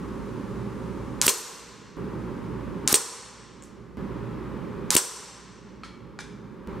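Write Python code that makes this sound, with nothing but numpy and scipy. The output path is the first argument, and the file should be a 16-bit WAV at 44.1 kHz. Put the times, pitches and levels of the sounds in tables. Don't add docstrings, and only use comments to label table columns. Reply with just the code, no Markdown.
import sys
import numpy as np
from scipy import signal
from scipy.fft import rfft, irfft, next_fast_len
from scipy.io import wavfile

SR = 44100
rng = np.random.default_rng(int(sys.argv[2]) if len(sys.argv) > 2 else 0)


def voltage_ratio(level):
    return 10 ** (np.asarray(level, float) / 20)


def store_wav(level_fs):
    pcm = np.round(np.clip(np.atleast_2d(level_fs), -1, 1) * 32767)
    wavfile.write(sys.argv[1], SR, pcm.T.astype(np.int16))


N = 299880


def along(points, hz):
    f, v = np.transpose(points)
    return np.interp(np.log(hz + 1), np.log(f + 1), v)


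def unit(x):
    return x / np.sqrt(np.mean(x ** 2) + 1e-20)


def filtered(x, response):
    n = x.shape[-1]
    m = next_fast_len(n + 8192)
    return irfft(rfft(x, m) * response(np.fft.rfftfreq(m, 1 / SR)), m)[..., :n]


def modes(table):
    def response(f):
        total = 0
        for k, (centre, width, db) in enumerate(table):
            damping = 1j * f * width
            total = total + (-1) ** k * voltage_ratio(db) * damping / (centre * centre - f * f + damping)
        return total
    return response


def noise(n, spectrum, alike):
    def mid_side(hz):
        turn = np.arccos(np.clip(along(alike, hz), -1, 1)) / 2
        return spectrum(hz) * [np.cos(turn), np.sin(turn)]
    mid, side = filtered(rng.standard_normal((2, n)), mid_side)
    return unit(np.array([mid + side, mid - side]))


def wavelet(u, hz, width, phase):
    return np.exp(-(u / width) ** 2) * np.cos(2 * np.pi * hz * u + phase)


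JOINS = [
    1.968,
    3.971,
    6.673,
    7,
]


def add(out, s, sound):
    end = JOINS[np.searchsorted(JOINS, s)]
    part = out[:, round(s * SR):round(end * SR)][:, :sound.shape[-1]]
    part += sound[..., :part.shape[-1]]


# t/s, peak level/dB, floor copy delay t/s, ceiling copy level/dB
SHOTS = [
    (1.21495, -1.4, .0012, -3.4),
    (2.87639, -0.1, .00133, -4.8),
    (4.90511, -1.5, .00124, -6.8),
]
# f/Hz, level/dB
BLAST = [(200, -34), (600, -8.5), (1200, -0.5), (2500, -8), (6000, -3), (9000, -2.5), (13000, -9),
         (16000, -19)]
# f/Hz, likeness (-1 to 1)
BLAST_ALIKE = [(60, 0.65), (130, 0.84), (290, 0.89), (640, 0.88), (1410, 0.96), (3100, 1.0), (6820, 0.64),
               (15000, 0.29)]
FLOOR_DB, CEILING_S = -.3, .00805


def muzzle():
    out, t = np.zeros((2, N)), np.arange(SR // 50) / SR
    blast = lambda f: voltage_ratio(along(BLAST, f))
    for shot_s, shot_db, floor_s, ceiling_db in SHOTS:
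        # t/s, level/dB, spike width/s, t60 of the scattered copies/s, spike gain
        arrivals = [(shot_s, shot_db, .00008, .004, 1.1),
                    (shot_s + floor_s, FLOOR_DB, .00012, .012, 1.5),
                    (shot_s + CEILING_S, ceiling_db, .00008, .004, 1.1)]
        for s, db, width, rattle_t60, strength in arrivals:
            u = t - .001 + round(s * SR) / SR - s
            spike = wavelet(u, hz=7000, width=width, phase=0.026)
            spike = spike + 0.78 * wavelet(u, hz=2500, width=0.000067, phase=-1.79)
            rattle = voltage_ratio(-24.5 - 60 * u / rattle_t60) * (u > .0002) * noise(len(t), blast, [(1, 0.77)])
            add(out, s - .001, voltage_ratio(db - gain_db(s)) * (strength * spike + rattle))
        tail = hall(blast, BLAST_ALIKE, rise=0.0059, early_db=-19.5, early_t60=0.11)
        add(out, shot_s, voltage_ratio(-18.5) * tail)
    return out


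# t/s, tear length t/s
PIERCE = [
    (1.2658, .0016),
    (2.9268, .0024),
    (4.9514, .0022),
]
# tear level/dB, puff level/dB, whistle level/dB, swell of the hiss/(dB per s)
PAPER = [
    (-12.5, -18.5, -18, 1500.5),
    (-14.5, -14.5, -45, 1500),
    (-14.5, -12.5, -41.5, 999.5),
]
# f/Hz, level/dB
TEAR = [(500, -24.5), (2000, -19), (5000, -3), (9000, -1), (13000, -0.5), (16000, -12)]
RIP_DB, PELLET_DB = 10, -22


def paper():
    out, u = np.zeros((2, N)), np.arange(-SR // 25, SR // 50) / SR
    alike = [(1000, 0.91), (8000, .85), (15000, .6)]
    for (s, length), (tear_db, puff_db, whistle_db, swell) in zip(PIERCE, PAPER):
        hiss = voltage_ratio(PELLET_DB + swell * u) * (u < 0)
        tear = voltage_ratio(tear_db - 6000 * np.maximum(u - length, 0)) * (u >= 0)
        steps = rng.standard_normal(len(u) // 6 + 1).repeat(6)[:len(u)]
        grain = voltage_ratio(1.3 * steps)
        rip = (hiss + tear) * grain * noise(len(u), lambda f: voltage_ratio(along(TEAR, f)), alike)
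        rip = rip + voltage_ratio(tear_db + RIP_DB) * wavelet(u, hz=9500, width=.00012, phase=.6)
        late = np.maximum(u - length + .0004, 0)
        puff = voltage_ratio(puff_db + 6 - 60 * late / .011) * np.sin(2 * np.pi * 300 * late)
        whistle = voltage_ratio(whistle_db) * wavelet(u - length - .0025, hz=15300, width=.0015, phase=0)
        add(out, s + u[0], voltage_ratio(-gain_db(s)) * (rip + puff + whistle))
    return out


# t/s, peak level/dB
TRAP = [
    (1.27991, -0.0),
    (2.94136, -0.6),
    (4.96545, -0.7),
]
# knock share, splash level/dB, ring level/dB, wall echo level/dB, high sheen level/dB
AFTER = [
    (.8, -10.5, -16.5, -3, 3.5),
    (0.46, -10, -7, -4, -2),
    (0.64, -8.5, -9, -9, 1),
]
# f/Hz, level/dB
SPLASH = [(500, -16), (2000, -1), (4500, 1.5), (8600, 6), (11000, -5.5), (16000, -5)]
# f/Hz, width/Hz, level/dB
PLATE = [(4520, 170, -3), (5300, 500, -6), (8870, 1200, -5)]
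SPLASH_S, THUD_DB = .0014, -17


def trap():
    out, t = np.zeros((2, N)), np.arange(SR // 5) / SR
    alike = [(1000, 1.0), (3000, 1.0), (6000, 1.0), (15000, 0.56)]
    for (s, db), (knock, splash_db, ring_db, echo_db, _) in zip(TRAP, AFTER):
        u = t - .001 + round(s * SR) / SR - s
        blow = .6 * wavelet(u - .00005, hz=8000, width=.00015, phase=2.4)
        blow = blow + knock * wavelet(u - .0001, hz=2700, width=.00016, phase=1.7)

        v = np.maximum(u - SPLASH_S, 0)
        burst = (1 - np.exp(-v / .0004)) * voltage_ratio(-60 * v / .012)
        burst = burst + .25 * (u > 0) * voltage_ratio(-60 * u / .04)
        splash = burst * noise(len(t), lambda f: voltage_ratio(along(SPLASH, f)), alike)
        ring = filtered(splash, modes(PLATE))
        ring = ring / np.abs(ring).max()
        bright = voltage_ratio(db) * blow + voltage_ratio(splash_db) * splash + voltage_ratio(ring_db) * ring

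        thud = voltage_ratio(THUD_DB - 60 * u / 0.021) * (u > 0) * np.sin(2 * np.pi * 400 * u + 3)
        frame = voltage_ratio(db - 60 * u / 0.01) * (u > 0) * np.sin(2 * np.pi * 2750 * u + 2)
        thud = thud + 0.3 * knock ** 2 * frame
        add(out, s - .001, voltage_ratio(-gain_db(s + .004)) * (bright + thud))

        smear = voltage_ratio(-60 * t / .02) * (1 - np.exp(-t / .001)) * rng.standard_normal(len(t))
        smear = smear[None] / np.linalg.norm(smear)
        echo = 1.1 * bright + signal.fftconvolve(bright, smear, axes=1)[:, :len(t)]
        echo = filtered(echo, lambda f: (1j * f / (1j * f + 3000)) ** 2)
        wall = s + .0106
        add(out, wall, voltage_ratio(echo_db - gain_db(wall)) * echo)
    return out


# f/Hz, width/Hz, level/dB of first, second, third pellet
STEEL = [(2730, 35, -4.5, -27, -20), (4295, 73, -5, -9.5, -9.5), (12050, 100, -13.5, -15.5, -19),
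         (5575, 110, -8.5, -2, -2), (5920, 60, -7, -6, -0.5), (6160, 78, -9, -9.5, -6.5),
         (6960, 50, -2.5, -5.5, -20.5), (7400, 57, -11, 0, 7), (7640, 41, -9.5, -4, -12),
         (7995, 58, -13, 1.5, 3.5), (8325, 30, -5.5, -0.5, -3), (8690, 110, -13.5, 4.5, 2.5),
         (11400, 52, -5.5, -17, -14), (12950, 90, -2.5, -23.5, -22)]
# f/Hz, level/dB
CLANG = [(150, -12), (420, -2), (1100, -4.5), (2500, -7.5), (5500, -1.5), (8600, 2), (10000, -2.5),
         (16000, -9)]
TRAP_HALL_DB, RIM_DB = -7, 9.5
RIM_FOLLOWS = 0.11
SHEEN_DB, SHEEN_T60, SHEEN_GROWS = -41, .74, 4.5


def trap_tail():
    out, late = np.zeros((2, N)), np.arange(SR) / SR
    centres, widths, *woken = np.transpose(STEEL)
    for (s, _), (_, _, ring_db, _, sheen_db), levels in zip(TRAP, AFTER, woken):
        peaks = lambda f: sum(voltage_ratio(0.68 * level) / (1 + (2 * (f - c) / w) ** 2)
                              for c, w, level in zip(centres, widths, levels))
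        spot = [(330, 5), (435, 6.5), (600, 1.5), (1100, RIM_DB + RIM_FOLLOWS * ring_db), (1800, 3.0),
                (11300, 2.5), (12000, sheen_db), (13200, sheen_db), (13900, 0.5)]
        colour = lambda f: voltage_ratio(along(CLANG, f) + along(spot, f)) * (1 + 2.2 * peaks(f))
        tail = hall(colour, HALL_ALIKE, rise=0.0075, early_db=14.5, early_t60=0.098)
        add(out, s, voltage_ratio(TRAP_HALL_DB) * tail)

        thin = lambda f: (f > 11200) * (f < 13300) * (.12 + peaks(f))
        fade = voltage_ratio(SHEEN_DB + SHEEN_GROWS * sheen_db - 60 * late / SHEEN_T60)
        add(out, s, fade * (1 - np.exp(-late / .02)) * noise(SR, thin, HALL_ALIKE))
    return out


# t/s, peak level/dB, brightness level/dB, wall echo level/dB, hall level/dB
CLACKS = [
    (5.8345, -31, -11, -24, -1.5),
    (6.0292, -57.5, -25, -8, -3),
    (6.1896, -28.5, -6, -9.5, -1.5),
]
# f/Hz, width/Hz, level/dB
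BOLT = [
    [(1317, 54, -1), (1870, 60, -2), (2260, 77, -2.5), (3250, 97, 0.5), (4230, 170, -3.5), (5340, 100, -2)],
    [(1130, 110, 2), (2310, 60, -6), (4330, 60, -8)],
    [(815, 57, -7), (1597, 180, 1.5), (2340, 60, -2), (3520, 340, 0), (5080, 80, -8), (5650, 87, -15),
     (7900, 83, -16)],
]


def cocking():
    out, t = np.zeros((2, N)), np.arange(SR // 10) / SR
    for (s, db, bright_db, echo_db, hall_db), bolt in zip(CLACKS, BOLT):
        tint = [(400, -18.5), (1200, -2.5), (4000, -9.5), (6000, bright_db), (10000, bright_db - 8.5),
                (13000, bright_db - 27), (16000, bright_db - 33)]
        body = lambda f: voltage_ratio(along(tint, f)) * (0.28 + modes(bolt)(f))
        level = voltage_ratio(db - gain_db(s))

        late = np.maximum(t - .003, 0)
        blow = voltage_ratio(-60 * late / .018) * (1 - np.exp(-late / .00015)) * rng.standard_normal(len(t))
        knock = filtered(blow, lambda f: body(f) / (1 + 1j * f / 5000) ** 2)
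        add(out, s - .0033, level * 1.4 * knock / np.abs(knock).max())

        bounce = noise(len(t), lambda f: np.abs(body(f)) * f / (f + 3000), HALL_ALIKE)
        bounce = bounce * voltage_ratio(-60 * t / 0.058) * (1 - np.exp(-t / .001))
        add(out, s + .013, level * voltage_ratio(echo_db) * bounce)
        tail = hall(lambda f: np.abs(body(f)), HALL_ALIKE, rise=0.0051, early_db=10.5, early_t60=0.42)
        add(out, s, level * voltage_ratio(hall_db - 23.0) * tail)
    return out


# t/s, peak level/dB, f/Hz, lower click level/dB, upper click share
TICKS = [
    (3.6242, -33.5, 7400, -6, .05),
    (3.6372, -35, 7500, -30, .18),
]
TICK_HALL_DB = -34.5


def trigger():
    out, t = np.zeros((2, N)), np.arange(SR // 10) / SR
    u = t - .002
    for s, db, tick_hz, low_db, upper in TICKS:
        tick = wavelet(u, tick_hz, width=0.00028, phase=0)
        tick = tick + upper * wavelet(u, 1.85 * tick_hz, width=0.00014, phase=0)
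        tick = tick + voltage_ratio(low_db) * wavelet(u, hz=2600, width=0.00025, phase=0)
        add(out, s - .002, voltage_ratio(db - gain_db(s)) * tick)
        colour = lambda f: np.abs(modes([(tick_hz, 4000, 0)])(f)) ** 2
        tail = hall(colour, HALL_ALIKE, rise=0.0057, early_db=14, early_t60=0.14)
        add(out, s, voltage_ratio(db + TICK_HALL_DB - gain_db(s)) * tail)
    return out


# f/Hz, t60 t/s
HALL = [(150, .5), (450, 1.47), (1100, 1.52), (2000, 1.69), (3200, 1.35), (6000, 1.06), (9000, 0.76),
        (13500, 0.52), (16000, .3)]
# f/Hz, likeness (-1 to 1)
HALL_ALIKE = [(60, 0.66), (130, 0.81), (290, 0.64), (640, 0.92), (1410, 0.87), (3100, 0.97), (6820, 0.73),
              (15000, 0.2)]
# f/Hz, width/Hz, level/dB
CORNER = [(437, 98, 5.5), (703, 49, -11.5), (1020, 63, 4.5)]


def hall(colour, alike, rise, early_db, early_t60):
    spot = lambda f: voltage_ratio(sum(db * np.exp(-((f - c) / w) ** 2) for c, w, db in CORNER))
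    source = noise(round(1.6 * SR), lambda f: colour(f) * spot(f), alike)
    hz, t, z = signal.stft(source, SR, nperseg=256)
    fade = voltage_ratio(-60 * t / along(HALL, hz)[:, None]) * (1 + voltage_ratio(early_db - 60 * t / early_t60))
    tail = signal.istft(z * fade, SR, nperseg=256)[1]
    return tail * (1 - np.exp(-np.arange(tail.shape[1]) / SR / rise))


# f/Hz, level/dB (per Hz)
FAN = [(13, -49.5), (22, -21.5), (49, -7), (83, -8.5), (109, -5), (184, -2), (328, -3), (387, -12),
       (539, -8), (690, -24.5), (861, -14), (1130, -13), (1380, -19), (9480, -53.5), (16000, -52)]
# f/Hz, width/Hz, level/dB
DUCT = [(59.7, 6.8, 5), (117.8, 8.9, 6.5), (194.4, 42, -0.5), (300, 22, -10.5), (376, 20, 6),
        (408, 24, 7.5)]
# f/Hz, likeness (-1 to 1)
FAN_ALIKE = [(60, 0.8), (130, 0.6), (290, 0.79), (640, 0.65), (1410, 0.84), (3100, 0.91), (6820, 0.56),
             (15000, -0.02)]
# t/s, level/dB
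HISS = [
    (0, -62),
    (1.968, -65.5),
    (3.971, -68.5),
    (6.673, -71),
]
# f/Hz, level/dB
AIR = [(1500, -11), (4000, 3), (7000, 1.5), (11000, -3.5), (14000, -15), (16000, -19.5)]


def fan():
    t = np.arange(N) / SR
    humps = lambda f: 1 + sum(voltage_ratio(db) * np.exp(-((f - c) / w) ** 2) for c, w, db in DUCT)
    rumble = voltage_ratio(-34) * noise(N, lambda f: voltage_ratio(along(FAN, f)) * humps(f), FAN_ALIKE)
    hum = voltage_ratio(-46.5) * np.sin(2 * np.pi * 59.5 * t)
    starts, hiss_db = np.transpose(HISS)
    level = voltage_ratio(hiss_db[np.searchsorted(starts, t, "right") - 1])
    hiss = level * noise(N, lambda f: voltage_ratio(along(AIR, f)), FAN_ALIKE)
    return rumble + hum + hiss


def scene():
    near = filtered(paper() + trap() + trap_tail(), lambda f: 1j * f / (1j * f + 120))
    return muzzle() + near + cocking() + trigger() + fan()


FADES = [
    .002,
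    .002,
    .015,
]
CRACK_DUCK_DB, BEFORE_PUFF_DB, PUFF_DUCK_DB, BEFORE_TRAP_DB, TRAP_DUCK_DB = -6, -4.5, -9.5, -16.5, -20.5
CRACK_FALL_S, PUFF_FALL_S, TRAP_FALL_S = .004, .002, .01
DEEPEST_DB, DEEPEST_S, CREEP_DB_PER_S, KNEE_DB, SLOW_DB_PER_S = -22, 0.15, 16.5, -12, 4


def gain_db(s):
    points = [(0, 0.059)]
    for (crack, *_), (pierce, length), (blow, _), join, fade in zip(SHOTS, PIERCE, TRAP, JOINS, FADES):
        puff = pierce + length + .0009
        deepest = blow + DEEPEST_S
        knee = deepest + (KNEE_DB - DEEPEST_DB) / CREEP_DB_PER_S
        points += [(crack, 0), (crack + CRACK_FALL_S, CRACK_DUCK_DB),
                   (puff, BEFORE_PUFF_DB), (puff + PUFF_FALL_S, PUFF_DUCK_DB),
                   (blow - .001, BEFORE_TRAP_DB), (blow + TRAP_FALL_S, TRAP_DUCK_DB)]
        for t in (deepest, min(knee, join - 2 * fade), join - fade):
            fast = DEEPEST_DB + CREEP_DB_PER_S * (t - deepest)
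            slow = KNEE_DB + SLOW_DB_PER_S * (t - knee)
            points.append((t, fast if t < knee else slow))
        points.append((join + fade, 0))
    return np.interp(s, *np.transpose(points))


def roll_off(x):
    return signal.sosfilt(signal.butter(12, 16490, fs=SR, output="sos"), x)


# t/s, level/dB
EDITS = [
    (3.9714, -37),
    (6.674, -30.5),
]
# f/Hz, left minus right level/dB
LEAN = [(60, -4), (150, -4.5), (380, -4), (950, 0), (2380, 0.5), (5980, -0.5), (15000, 1.5)]
TOP_HZ, ROLL_HZ = 16150, 500


def record(dry):
    x = dry * voltage_ratio(gain_db(np.arange(N) / SR))
    for s, db in EDITS:
        add(x, s, voltage_ratio(db) * np.exp(-np.arange(200) / 30))
    ports = lambda f: voltage_ratio(along(LEAN, f) * [[.5], [-.5]])
    x = filtered(x, lambda f: ports(f) * np.clip((TOP_HZ - f) / ROLL_HZ, 0, 1) ** 2)
    x = x / (1 + np.abs(x) ** 8) ** (1 / 8)
    return roll_off(x)


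dry = scene()
out = record(dry)
store_wav(out)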